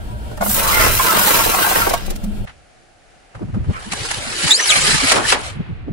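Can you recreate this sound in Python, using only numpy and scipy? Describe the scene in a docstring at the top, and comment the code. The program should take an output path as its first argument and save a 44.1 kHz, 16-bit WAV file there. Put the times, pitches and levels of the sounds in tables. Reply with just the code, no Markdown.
"""An idling engine and a rumbling tyre stand close to the microphone, outdoors; then four plastic drink bottles
crack under the tread, ring, squirt, gurgle and spatter on concrete. After a cut, wind eddies bump the
microphone and the tyre squeezes long balloons that rub, squeal and burst over asphalt. Filtered noise makes
rumble, hiss and thuds; gliding sines make squeals, bubbles and eddies; stick-slip pulses make the rubbing."""
import sys
import numpy as np
from scipy import signal
from scipy.fft import rfft, irfft
from scipy.io import wavfile

SR = 44100
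rng = np.random.default_rng(int(sys.argv[2]) if len(sys.argv) > 2 else 0)


def to_wav(s):
    """Save 16-bit WAV."""
    ch = np.atleast_2d(s).T  # columns
    pcm = np.round(np.clip(ch, -1, 1) * 32767)  # PCM
    wavfile.write(sys.argv[1], SR, pcm.astype(np.int16))


N = 261072
T = np.arange(N) / SR
CUT_S = 2.455  # from the bottles to the balloons

# one squirt for each bottle: start_s, length_s, mist_db, spatter_db, gurgle_db (relative), gurgle_hz
SQUIRTS = [(0.421, 0.46, -19.5, -26, -24.5, 997), (0.601, 0.24, -45, -24.5, -19, 1592),
           (0.889, 0.46, -19, -23, -21, 1148), (1.164, 0.65, -20, -25.5, -23.5, 998)]
# plastic buckling under the tread: start_s, relative_db, body_hz
CRACKS = [(.313, -31, 458), (.376, -34, 850), (.409, -18, 668), (.422, -16, 680), (.461, -20, 654),
          (.499, -26.5, 747), (.574, -25, 580), (.865, -18, 693), (.995, -16, 1044), (1.148, -17, 957),
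          (1.274, -15, 862), (1.306, -21, 700), (1.370, -23, 350), (1.46, -17.5, 443), (1.492, -23, 390),
          (1.541, -18, 772), (1.582, -23, 720), (1.642, -22, 860), (1.668, -23.5, 703), (1.712, -20.5, 760),
          (1.755, -13.5, 874), (1.782, -19, 896), (1.816, -16.5, 1343), (1.866, -16.5, 720),
          (1.872, -18, 374), (1.906, -16, 481), (1.935, -13.5, 691), (2.079, -28.5, 360), (2.108, -26, 360),
          (2.238, -41, 540)]


def undb(db):
    """Decibels to amplitude."""
    return 10 ** (np.asarray(db) / 20)


def unit(x):
    """Scale to an RMS of one."""
    return x / np.sqrt(np.mean(x ** 2) + 1e-18)


def curves(table):
    """Each column of a table joined by straight lines in time."""
    s, *columns = np.transpose(table)
    return [np.interp(T, s, c) for c in columns]


def gate(start, end, fade=0.0018):
    """One between two times, with short fades."""
    return np.clip((T - start) / fade, 0, 1) * np.clip((end - T) / fade, 0, 1)


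def swell(start, rise, length, fall_db_per_s):
    """Rise, hold until the length is up, then die away."""
    fall_db = -fall_db_per_s * np.maximum(T - start - length, 0)
    return np.clip((T - start) / rise, 0, 1) * undb(fall_db)


def noise(size=N):
    """White noise, independent in the two channels."""
    return rng.standard_normal((2, size))


def walk(rate, size=N):
    """Random wander with a spread near 1, through `rate` new points a second."""
    knots = rng.standard_normal(4096)
    return unit(np.interp(T[:size] * rate, np.arange(len(knots)), knots))


def colour(x, points):
    """Shape by a (Hz, dB) spectrum that falls away beyond its ends."""
    hz, db = np.transpose(points)
    f = np.fft.rfftfreq(N, 1 / SR) + 1e-3
    skirt = np.minimum(f / hz[0], 1) ** 3 * np.minimum(hz[-1] / f, 1) ** 3
    gain = undb(np.interp(np.log(f), np.log(hz), db)) * skirt
    return unit(irfft(rfft(x) * gain, N))


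def band(x, hz, spread):
    """Broad resonance from hz / spread to hz * spread."""
    spread = max(spread, 1.05)
    edges = [hz / spread, min(hz * spread, .47 * SR)]
    return unit(signal.sosfilt(signal.butter(2, edges, "band", fs=SR, output="sos"), x))


def low_pass(x, order, ripple_db, stop_db, hz):
    """Steep cut of everything above hz."""
    return signal.sosfilt(signal.ellip(order, ripple_db, stop_db, hz, fs=SR, output="sos"), x)


def add(out, s, x):
    """Mix a short sound in at time s."""
    i = max(int(s * SR), 0)
    out[..., i:i + x.shape[-1]] += x[..., :max(N - i, 0)]


def underbody(x, t60, direct=0.):
    """Dense reflections between road and car, different at each side of the microphone."""
    t = np.arange(SR // 12) / SR
    echoes = noise(len(t)) * undb(-60 * t / t60)
    echoes /= np.linalg.norm(echoes, axis=1, keepdims=True)
    echoes[:, 0] += direct
    return signal.oaconvolve(np.atleast_2d(x), echoes, axes=1)[:, :N] / np.hypot(1, direct)


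def moving_underbody(x, t60, direct=0., count=3):
    """The reflection pattern keeps changing as the wheel rolls on."""
    shares = np.array([walk(22) for _ in range(count)])
    shares /= np.linalg.norm(shares, axis=0)
    return sum(share * underbody(x, t60, direct) for share in shares)


def specks(rate, scatter_db):
    """Random tiny impacts, `rate` a second on average, a few much larger than the rest."""
    hits = rng.random(N) < rate / SR
    sizes = undb(scatter_db * np.minimum(rng.exponential(size=N), 4))
    return unit(hits * rng.choice([-1, 1], N) * sizes)


def chirps(start, end, pitch_hz, spread, length, glide, glide_spread, scatter_db, count):
    """A swarm of short gliding rings scattered round a moving pitch."""
    out, age = np.zeros(N), np.linspace(0, 1, int(length * SR))
    shape = np.minimum(10 * age, 1) * undb(-30 * age)
    times, sizes = rng.uniform(start, end, count), rng.exponential(size=count)
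    for when, (detune, bend), size in zip(times, rng.standard_normal((count, 2)), sizes):
        centre_hz = pitch_hz[min(int(when * SR), N - 1)]
        hz = min(centre_hz * np.exp(spread * detune), SR / 4)
        cycles = hz * length * age * (1 + (glide + glide_spread * bend) * age / 2)
        add(out, when, undb(scatter_db * min(size, 3)) * shape * np.sin(2 * np.pi * cycles))
    # unit level within the swarm's own span
    return unit(moving_underbody(out, t60=0.08)) * np.sqrt((end - start) * SR / N)


def bursts(table, spread, t60, snap_hz, snap_db, rise, tail_db, tail_t60):
    """A skin or shell gives way: a bright snap, a thud of moved air, and a short wash from under the car."""
    out, t = np.zeros((2, N)), np.arange(-SR // 20, SR // 2) / SR
    after = np.maximum(t, 0)
    decay = undb(-60 * after / t60) + undb(tail_db - 60 * after / tail_t60)
    shape = np.exp(np.minimum(t, 0) / rise) * decay
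    for s, db, hz in table:
        body = band(noise(len(t)), hz, spread)
        snap = band(noise(len(t)), snap_hz, 2.27)
        add(out, s + t[0] + rise, undb(db + 3.0) * shape * (body + undb(snap_db) * snap))
    return out


def yard():
    """Distant outdoor noise; the sound of this layer turns dull above dull_hz at the end."""
    # spectrum of the outdoor noise: pitch_hz, level_db
    air_spectrum = [(15, -18.5), (25, 7), (81, -2), (178, -6.5), (480, -5.5), (685, -2), (740, 2),
                    (954, -15.5), (1400, -8), (2710, -13), (3320, -17), (4510, -17.5), (11000, -24.5),
                    (14300, -58.5), (22000, -120)]
    level_db, dull_hz, dull_start_s, dull_db_per_s = -50, 3200, 5.5, 37
    air = colour(noise() + .5 * noise()[0], air_spectrum) * undb(level_db + .5 * walk(6.1))
    low = signal.sosfiltfilt(signal.butter(3, dull_hz, fs=SR, output="sos"), air)
    return low + (air - low) * undb(-dull_db_per_s * np.maximum(T - dull_start_s, 0))


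def eddies(table, lag, unrest, rush_db):
    """Each eddy is a gliding, restless pressure wave with a rush of air, reaching one port a moment late."""
    half_length_s = 0.014
    glide_scatter = 0.21  # octaves per half-length
    out, t = np.zeros((2, N)), np.arange(-SR // 8, SR // 8) / SR
    for s, db, hz in table:
        glide = glide_scatter * rng.standard_normal() * np.clip(t / half_length_s, -2, 2)
        rate = hz * 2 ** (glide + unrest * walk(199.9, size=len(t)))
        late = np.array([[lag], [0]]) * np.minimum(rate, 130)  # in cycles
        phase = 2 * np.pi * (np.cumsum(rate) / SR + rng.random() - late)
        eddy = np.sin(phase) + undb(rush_db) * band(noise(len(t)), 0.89 * hz, 1.99)
        add(out, s + t[0], undb(db) * eddy * np.exp(-(t / half_length_s) ** 2))
    return out


def wind(lag=0.0017, unrest=0.292, rush_db=-9, flutter_db=0.0, count=26):
    """Low noise flutters on the microphone throughout; strong and small eddies bump it after the cut."""
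    # strong wind eddies on the microphone: peak_s, level_db, flutter_hz
    strong = [(3.365, -28, 94.6), (3.426, -19, 252), (3.445, -18.5, 123.2), (3.497, -21.5, 149.8),
              (3.547, -15, 102), (3.572, -14.5, 156.3), (3.607, -13.5, 78.3), (3.695, -10, 77.4),
              (3.705, -15.5, 192.5), (4.014, -25, 100.3), (4.315, -35.5, 278), (4.453, -16.5, 147.1),
              (4.79, -22.5, 220.5), (4.845, -24, 141.5), (4.905, -22, 199.6), (4.946, -14.5, 148.3),
              (5.042, -16.5, 257), (5.605, -16.5, 151.6), (5.705, -21.5, 170.1), (5.87, -38, 120.5),
              (5.886, -22.5, 261)]
    # strength of the breeze: time_s, level_db
    breeze = [(2.45, -41), (2.7, -65.5), (3.33, -66), (3.42, -32), (3.62, -29.5), (3.8, -36.5),
              (4.3, -36.5), (4.6, -52.5), (4.8, -30), (5.3, -36), (5.92, -30)]
    eddy_hz, eddy_db = 134.4, 8  # small eddies, level against the breeze
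    breeze_db, = curves(breeze)
    flutter_spectrum = [(20, 0.0), (60, -0.5), (120, -2.5), (220, -15.5), (400, -22.5)]  # (Hz, dB)
    flutter = colour(noise() + 0.31 * noise()[0], flutter_spectrum) * undb(breeze_db + flutter_db)
    times = CUT_S + (T[-1] - CUT_S) * (np.arange(count) + rng.random(count)) / count
    weak = []
    for s, (size, detune) in zip(times, rng.standard_normal((count, 2))):
        db = np.interp(s, T, breeze_db) + eddy_db + 2.6 * size
        weak.append((s, db, eddy_hz * 2 ** (0.49 * detune)))
    return flutter + eddies(list(strong) + weak, lag, unrest, rush_db)


def engine():
    """Idling engine and belt lines waver in level and pitch, over the hiss of the engine bay."""
    # engine and belt lines: pitch_hz, level_db against the hum
    lines = [(58, -4), (112, -4), (598, -15.5), (960, -16), (1490, -20.5)]
    # spectrum of the engine bay: pitch_hz, level_db
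    bay_spectrum = [(300, 0), (450, -6.5), (600, -2.5), (750, -7.5), (1100, -13.5), (1550, -10.5),
                    (2100, -16), (3200, -16), (6000, -26), (8300, -22), (15000, -30)]
    hum_db, hum_fall_db_per_s = -28.5, 8.5  # the engine moves away
    turn = np.cumsum(1 + 0.02 * walk(15)) / SR
    hum = 0
    for hz, db in lines:
        phase = 2 * np.pi * (hz * turn + rng.random((2, 1))) + .5 * walk(90)
        hum = hum + undb(db + 8.8 * np.tanh(walk(26))) * np.sin(phase)
    bay = colour(underbody(noise(), t60=0.0894, direct=0.49), bay_spectrum) * undb(-39.5 + walk(33))
    return hum * undb(hum_db - hum_fall_db_per_s * T) + bay


def tyre():
    """The tyre rumbles, dents set the air inside it ringing, and the car rocks."""
    # spectrum of the rumble: pitch_hz, level_db
    rumble_spectrum = [(18, 7.5), (32, 1.5), (50, -1.5), (100, -2), (150, -12.5), (300, -19.5),
                       (500, -22.5)]
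    # dents that set the air inside the tyre ringing: start_s, level_db
    dents = [(0.404, -24.5), (0.47, -37), (1.14, -30.5), (2.04, -31), (2.229, -30)]
    rumble_db, rumble_rise_db_per_s = -30.5, 0.5  # the wheel gathers speed
    cavity_db, dent_rise_s, dent_hold_s, dent_fall_db_per_s = -40, 0.011, 0.02, 91
    sway_s, sway_hz, sway_db = 2.03, 25.9, -24.5  # the car rocks as the wheel drops off the last bottle
    rumble_level_db = rumble_db + rumble_rise_db_per_s * T + 3.9 * walk(5.4)
    rumble = colour(noise() + 0.5 * noise()[0], rumble_spectrum) * undb(rumble_level_db)
    ring = undb(cavity_db)
    for s, db in dents:
        ring = ring + undb(db) * swell(s, dent_rise_s, dent_hold_s, dent_fall_db_per_s)
    cavity = band(noise() + noise()[0], hz=202, spread=1.087) * ring
    sway = band(noise(), sway_hz, 1.31) * undb(sway_db) * swell(sway_s, 0.028, 0.33, 18)
    return rumble + sway + cavity


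def rolling():
    """Tread on asphalt swells as the wheel comes near and fades as it leaves."""
    # spectrum of rolling on asphalt: pitch_hz, level_db
    tread_spectrum = [(260, -30), (450, -15), (686, -16.5), (746, -17), (905, -12.5), (2520, -14),
                      (4500, -28.5), (8000, -61), (10400, -78.5), (17600, -120)]
    tread_db, pass_s, near_db = -44, 5.44, 7  # loudest as the wheel passes
    approach_db_per_s, leave_db_per_s = 7, 31
    far_db = approach_db_per_s * np.maximum(pass_s - T, 0) + leave_db_per_s * np.maximum(T - pass_s, 0)
    level_db = tread_db + near_db - far_db + walk(30.6)
    return colour(noise(), tread_spectrum) * undb(level_db) * gate(3.0, 7, fade=0.66)


def knocks(rise=0.0027, ring_db=0):
    """Each crack rings the modes of the bottle, scaled to the body pitch of that crack."""
    # modes of a bottle: multiple of its body pitch, relative_db, t60_s
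    modes = [(1, 1.5, 0.075), (1.6, -6.5, 0.08), (2.15, -5, 0.055), (3.2, -12.5, 0.075)]
    out, t = np.zeros((2, N)), np.arange(SR // 5) / SR
    for s, db, hz in CRACKS:
        for (ratio, mode_db, t60), phase in zip(modes, rng.random((len(modes), 2, 1))):
            fade = np.minimum(t / rise, 1) * undb(-60 * np.maximum(t - rise, 0) / t60)
            ring = np.sin(2 * np.pi * (hz * ratio * t + phase))
            add(out, s, undb(db + mode_db + ring_db) * fade * ring)
    return out


def plastic(click_hz=4200, crunch_db=-5):
    """The bottles crack and ring as they buckle and click as the tyre grips and frees them."""
    # bottle walls clicking as they are pinched or spring back: start_s, relative_db
    click_times = [(0.371, -39.5), (0.414, -30.5), (0.433, -30), (.497, -26), (.577, -30), (1.893, -20),
                   (1.935, -20.5), (2.06, -32), (2.102, -27), (2.157, -34), (2.238, -35.5)]
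    cracks = bursts(CRACKS, spread=1.54, t60=0.11, snap_hz=3460, snap_db=-15.5,
                    rise=.003, tail_db=-27.5, tail_t60=0.26)
    clicks = bursts([(s, db, click_hz) for s, db in click_times], spread=3.25, t60=0.042, snap_hz=8050,
                    snap_db=-14, rise=0.0055, tail_db=-40, tail_t60=0.13)
    return undb(crunch_db) * cracks + knocks(ring_db=2.5) + clicks


def squirting(levels_db, rise, fall_db_per_s, lag=0.):
    """The power that each bottle puts into one part of the spray."""
    powers = []
    for (s, length, *_), db in zip(SQUIRTS, levels_db):
        powers.append((undb(db) * swell(s + lag, rise, length - lag, fall_db_per_s)) ** 2)
    return np.array(powers) + 1e-18


def spray():
    """Jets hiss as a fine mist, and their droplets spatter on the concrete."""
    # spectrum of the mist: pitch_hz, level_db
    mist_spectrum = [(5500, -17.5), (7400, -8), (8300, -5), (9500, -6), (11000, -5), (12800, -2.5),
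                     (15500, -4)]
    # spectrum of the spatter: pitch_hz, level_db
    spatter_spectrum = [(1500, 3), (2000, -2), (3000, 0), (4000, -4), (5200, -6), (7000, -9.5)]
    # a jet surges as the tread presses harder: start_s, length_s, relative_db
    surges = [(0.495, .04, -20), (1.245, 0.077, -27)]
    mist_rise_s, mist_fall_db_per_s = 0.036, 121.5
    spatter_rise_s, spatter_fall_db_per_s = 0.18, 62  # drops build up more slowly than mist
    _, _, mist_db, spatter_db, _, _ = np.transpose(SQUIRTS)
    mist = np.sqrt(squirting(mist_db, mist_rise_s, mist_fall_db_per_s).sum(0))
    mist = mist + sum(undb(db - 4) * swell(s, .012, length, 220.5) for s, length, db in surges)
    spatter = np.sqrt(squirting(spatter_db, spatter_rise_s, spatter_fall_db_per_s).sum(0)) * undb(3)
    drops = unit(moving_underbody(specks(rate=2600, scatter_db=3.6), t60=.05))
    flow = undb(-10.5) * noise() + drops
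    jets = colour(flow, mist_spectrum) * mist + colour(flow, spatter_spectrum) * spatter
    return jets * undb(0.35 * walk(61.3))


def hollows(swing_db=4):
    """Sputtering air rings each resonance of the half-empty bottles, swelling and drifting as walls fold."""
    # air in the half-empty bottles: pitch_hz, relative_db
    resonances = [(470, -9), (640, -4.5), (890, 0), (1080, 0.5), (1360, 1), (1560, -2), (2050, -7)]
    drift, width_hz = .032, 20
    out = 0
    for hz, db in resonances:
        phase = 2 * np.pi * np.cumsum(hz * np.exp(drift * walk(9))) / SR
        drive = np.array([walk(2 * width_hz) + 1j * walk(2 * width_hz) for _ in range(2)])
        ring = (drive * np.exp(1j * phase)).real
        out = out + ring * undb(db + swing_db * np.tanh(walk(13.77)))
    return unit(out)


def gurgle():
    """Air pockets bubble and splash through the nozzles and ring the hollow bottles in an uneven flow."""
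    rise_s, fall_db_per_s = .11, 84.5
    lag_s = 0.083  # air reaches the nozzle after the liquid
    sputter_db, sputter_db_per_s = 1.1, 1  # the flow grows more uneven as the bottles empty
    gurgle_db, gurgle_hz = np.transpose(SQUIRTS)[4:]
    pockets = squirting(gurgle_db, rise_s, fall_db_per_s, lag_s)
    pitch_hz = gurgle_hz @ pockets / pockets.sum(0)  # stronger nozzles weigh more on the pitch
    bubbles = chirps(.38, 2.2, pitch_hz, spread=.32, length=.12, glide=.03, glide_spread=.06,
                     scatter_db=2.8, count=600)
    crackle = unit(underbody(specks(rate=190, scatter_db=1.2), t60=0.04))
    splash_spectrum = [(150, 1.5), (400, 1.5), (1000, -0.5), (1600, -11.0), (2200, -3.0)]  # (Hz, dB)
    splash = colour(crackle + 0.53 * noise(), splash_spectrum)
    mix = undb(-1.5) * bubbles + undb(-2.5) * splash + undb(-2) * hollows()
    sputter = undb((sputter_db + sputter_db_per_s * T) * np.tanh(walk(55)))
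    return mix * np.sqrt(pockets.sum(0)) * sputter


def glugs(glug_db=-1, rise=0.0057, fall_db_per_s=500):
    """Large air pockets ring briefly in the nozzles, as narrow bands of noise."""
    # large air pockets gulping through a nozzle: start_s, length_s, relative_db, pitch_hz
    gulps = [(0.571, 0.055, -23, 940), (0.648, 0.078, -20, 1170), (0.719, 0.11, -19.5, 2070),
             (0.774, 0.052, -19.5, 1320), (0.989, .02, -16, 1075), (1.087, 0.037, -17.5, 1294),
             (1.184, 0.033, -19, 1015), (1.201, 0.023, -29, 605), (1.263, .015, -22, 1365),
             (1.317, 0.04, -25, 1000), (1.555, 0.026, -23, 1110), (1.626, 0.047, -18, 1540),
             (1.639, 0.034, -19.5, 880), (1.704, .015, -21.5, 1560), (1.76, .04, -24, 876),
             (1.773, 0.016, -24, 1500), (1.812, 0.01, -15, 1367)]
    out = 0
    for s, length, db, hz in gulps:
        out = out + band(noise(), hz, 1.035) * undb(db + glug_db) * swell(s, rise, length, fall_db_per_s)
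    return out


def stick_slip(slip_hz, wander, jitter, count=5):
    """Several patches of latex catch and let go, each at its own restless rate, and share the load."""
    out, loads = 0, undb(1.8 * np.array([walk(25) for _ in range(count)]))
    for load in loads / np.linalg.norm(loads, axis=0):
        rate = slip_hz * np.exp(wander * walk(18) + jitter * walk(500))
        slips = np.diff(np.floor(np.cumsum(rate) / SR), prepend=0)
        out = out + slips * load * undb(2 * walk(400)) / np.sqrt(rate)  # quicker slips are smaller
    return out


def rubbing():
    """Slips rasp and squeak in the stretched skins, tick on grit and groan in the air inside the balloons."""
    # balloons dragged under the tread: time_s, rubbing_db
    drag = [(3.62, -54), (3.9, -39), (4.05, -29), (4.22, -32.5), (4.34, -30), (4.44, -22.5), (4.487, -20),
            (4.515, -17), (4.65, -26.5), (4.70, -19), (4.8, -19), (4.9, -17), (5.02, -21.5), (5.11, -17),
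            (5.215, -31), (5.272, -24), (5.292, -16), (5.322, -16.5), (5.365, -35), (5.41, -37),
            (5.45, -35), (5.486, -35)]
    # spectrum of rubbed latex: pitch_hz, level_db
    latex_spectrum = [(1060, -23), (1800, -1.5), (2000, 3), (3320, 0), (3400, -3), (4200, 1.5),
                      (6380, -5.5), (7360, -0.5), (11000, -8), (14300, -79), (22000, -120)]
    # spectrum of the groan: pitch_hz, level_db
    groan_spectrum = [(240, 0.5), (480, 3), (750, 3), (1150, 1), (1400, -1.5), (1850, -5.5), (2400, -17.5),
                      (3000, -8)]
    # latex catching on grit: pitch_hz, relative_db
    grit_bands = [(1200, -5), (2500, 0), (4500, 1.5), (8000, -2)]
    rasp_db, release_db_per_s = 0.5, 321
    groan_db, groan_growth = -18, 0.49  # the groan gains this many dB for each dB of rubbing
    relief_db, relief_s, relief_width_s = 14, 4.553, 0.027  # rubbing eases while the skin slides and sings
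    # the tread first drags a balloon over the asphalt
    scrape_s, scrape_length_s, scrape_hz, scrape_db = 3.72, 0.041, 1360, -34
    drag_db = curves(drag)[0] - relief_db * np.exp(-((T - relief_s) / relief_width_s) ** 2)
    slips = unit(moving_underbody(stick_slip(slip_hz=520.6, wander=.45, jitter=.07), t60=0.017))
    squeaks = chirps(3.6, 5.55, np.full(N, 4800.), spread=.5, length=.06, glide=0, glide_spread=.02,
                     scatter_db=2.5, count=1400)
    creaks = chirps(3.6, 5.55, np.full(N, 1700.), spread=.35, length=.08, glide=0, glide_spread=.08,
                    scatter_db=2.5, count=400)
    grit = 0
    for hz, db in grit_bands:
        ticks = moving_underbody(specks(rate=100, scatter_db=0.), t60=.025)
        grit = grit + undb(db) * band(ticks, hz, 1.4)
    skins = undb(-1.0) * colour(slips, latex_spectrum) + undb(-8.0) * colour(noise(), latex_spectrum)
    skins = skins + undb(-4.5) * squeaks + undb(-7.0) * creaks + undb(-3.5) * unit(grit)
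    groan = colour(slips + undb(-13) * noise(), groan_spectrum)
    rubbed = skins * undb(rasp_db + drag_db) + groan * undb(groan_db + groan_growth * drag_db)
    stutter = undb(1.2 * walk(110) + 0.45 * walk(17))  # the bundle shifts in small jerks
    contact = swell(drag[0][0], 0.12, drag[-1][0] - drag[0][0], release_db_per_s)
    scrape = band(slips, scrape_hz, 1.7) * undb(scrape_db) * swell(scrape_s, .025, scrape_length_s, 170)
    return rubbed * stutter * contact + scrape


def sing(hz, rough, overtone_db=-7):
    """Latex slipping fast enough to give a tone; taut skin slips more sharply."""
    phase = 2 * np.pi * np.cumsum(hz * (1 + rough * walk(600))) / SR
    overtone = undb(overtone_db) * np.minimum(hz / 4000, 1) ** 2 * np.sin(2 * phase)
    return (np.sin(phase) + overtone) * undb(1.2 * walk(200))


def squeals():
    """One long squeal arches with the tension of the skin; short squeaks glide around it."""
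    # the long squeal of the tautest balloon: time_s, pitch_hz, relative_db
    arch = [(4.505, 3620, -14), (4.517, 3560, -9.5), (4.533, 4020, -16.5), (4.56, 4850, -17),
            (4.585, 5620, -26), (4.604, 5940, -25), (4.626, 6070, -19.5), (4.661, 5800, -32),
            (4.677, 5150, -17.5), (4.69, 4080, -17), (4.708, 3330, -16), (4.719, 2500, -17),
            (4.738, 2350, -26)]
    # brief squeaks of the other balloons: start_s, length_s, pitch_hz, glide in octaves per s, relative_db
    short_squeaks = [(4.529, 0.05, 6680, 5.5, -23), (4.591, 0.015, 2000, -4, -15.5),
                     (4.666, .014, 10960, -3.5, -19), (4.686, 0.025, 7650, -2, -19),
                     (4.806, 0.052, 7460, 3.5, -22.5), (5.234, 0.033, 1572, 6.5, -22)]
    squeal_rough, sag_rough, squeak_rough = 0.011, 0.05, 0.07  # pitch scatter as a fraction
    hz, db = curves(arch)
    sag = np.sqrt(1 - hz / np.maximum.accumulate(hz))  # the squeal breaks up as the skin goes slack
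    level = undb(db + 5 * sag * np.tanh(walk(180)))
    out = sing(hz, squeal_rough + sag_rough * sag) * level * gate(arch[0][0], arch[-1][0])
    for s, length, hz, glide, db in short_squeaks:
        gliding_hz = hz * 2 ** (glide * np.clip(T - s, 0, length))
        out += sing(gliding_hz, squeak_rough) * undb(db) * gate(s, s + length, fade=0.0049)
    return undb(5.0) * underbody(out, t60=0.04, direct=0.41)


def rubber(boom_hz=540, boom_db=-7.0, boom_fall_db_per_s=200):
    """The tread scuffs, latex snaps free, and bursting balloons boom under the car."""
    # rubber scuffing on asphalt: start_s, relative_db, body_hz
    scuff_times = [(2.472, -37.5, 1280), (2.492, -42.5, 1370), (3.348, -37, 784), (3.390, -43.5, 617),
                   (3.417, -47, 600), (3.48, -51, 600), (3.541, -36, 680), (3.64, -40.5, 690),
                   (3.697, -40, 560), (3.731, -46, 1420)]
    # latex snapping free of the tread: start_s, relative_db, body_hz
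    snap_times = [(3.919, -22.5, 2000), (3.931, -24, 1200), (4.11, -21, 1320), (4.187, -37, 1200),
                  (4.325, -33, 1390), (4.425, -26, 2270), (4.475, -19, 1760), (4.508, -19, 3000),
                  (4.6, -23, 1800), (4.656, -20, 1806), (4.785, -24.5, 1200), (4.895, -20.5, 1300),
                  (4.95, -24, 1600), (5.04, -24, 1100), (5.118, -12, 2200)]
    # balloons bursting: start_s, relative_db, body_hz, boom_length_s
    pop_times = [(5.117, -12, 900, 0.07), (5.137, -21.5, 1000, .01), (5.162, -18, 650, 0.015),
                 (5.323, -8, 1290, 0.0033)]
    scuffs = bursts(scuff_times, spread=1.9, t60=0.1, snap_hz=5030, snap_db=-19.5,
                    rise=0.0037, tail_db=-14, tail_t60=0.14)
    snaps = bursts(snap_times, spread=1.78, t60=0.042, snap_hz=5050, snap_db=-1.0,
                   rise=0.0044, tail_db=-25.5, tail_t60=0.12)
    pops = bursts([row[:3] for row in pop_times], spread=1.93, t60=0.018, snap_hz=5050, snap_db=-16.0,
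                  rise=.0027, tail_db=-8.0, tail_t60=0.16)
    boom_level = 0
    for s, db, _, hold in pop_times:
        boom_level = boom_level + undb(db + boom_db) * swell(s, 0.0074, hold, boom_fall_db_per_s)
    return scuffs + snaps + pops + band(noise(), boom_hz, 2.54) * boom_level


def scene():
    """Bottles on concrete, then a cut to balloons on asphalt."""
    car = (engine() + tyre()) * gate(-1, CUT_S)
    liquid = (spray() + gurgle()) * gate(0, 2.17, fade=0.033)  # until the last drops land
    first = car + liquid + glugs() + plastic()
    second = (yard() + rolling() + rubbing() + squeals() + rubber()) * gate(CUT_S - .008, 6)
    # the balloon scene is duller at the very top
    return first + wind() + low_pass(second, 12, .2, 80, hz=11150)


def record(dry):
    """The loudest peaks overload the recorder, which cuts the top."""
    return low_pass(np.clip(dry, -1, 1), 10, .2, 70, hz=15700)


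dry = scene()
out = record(dry)
to_wav(out)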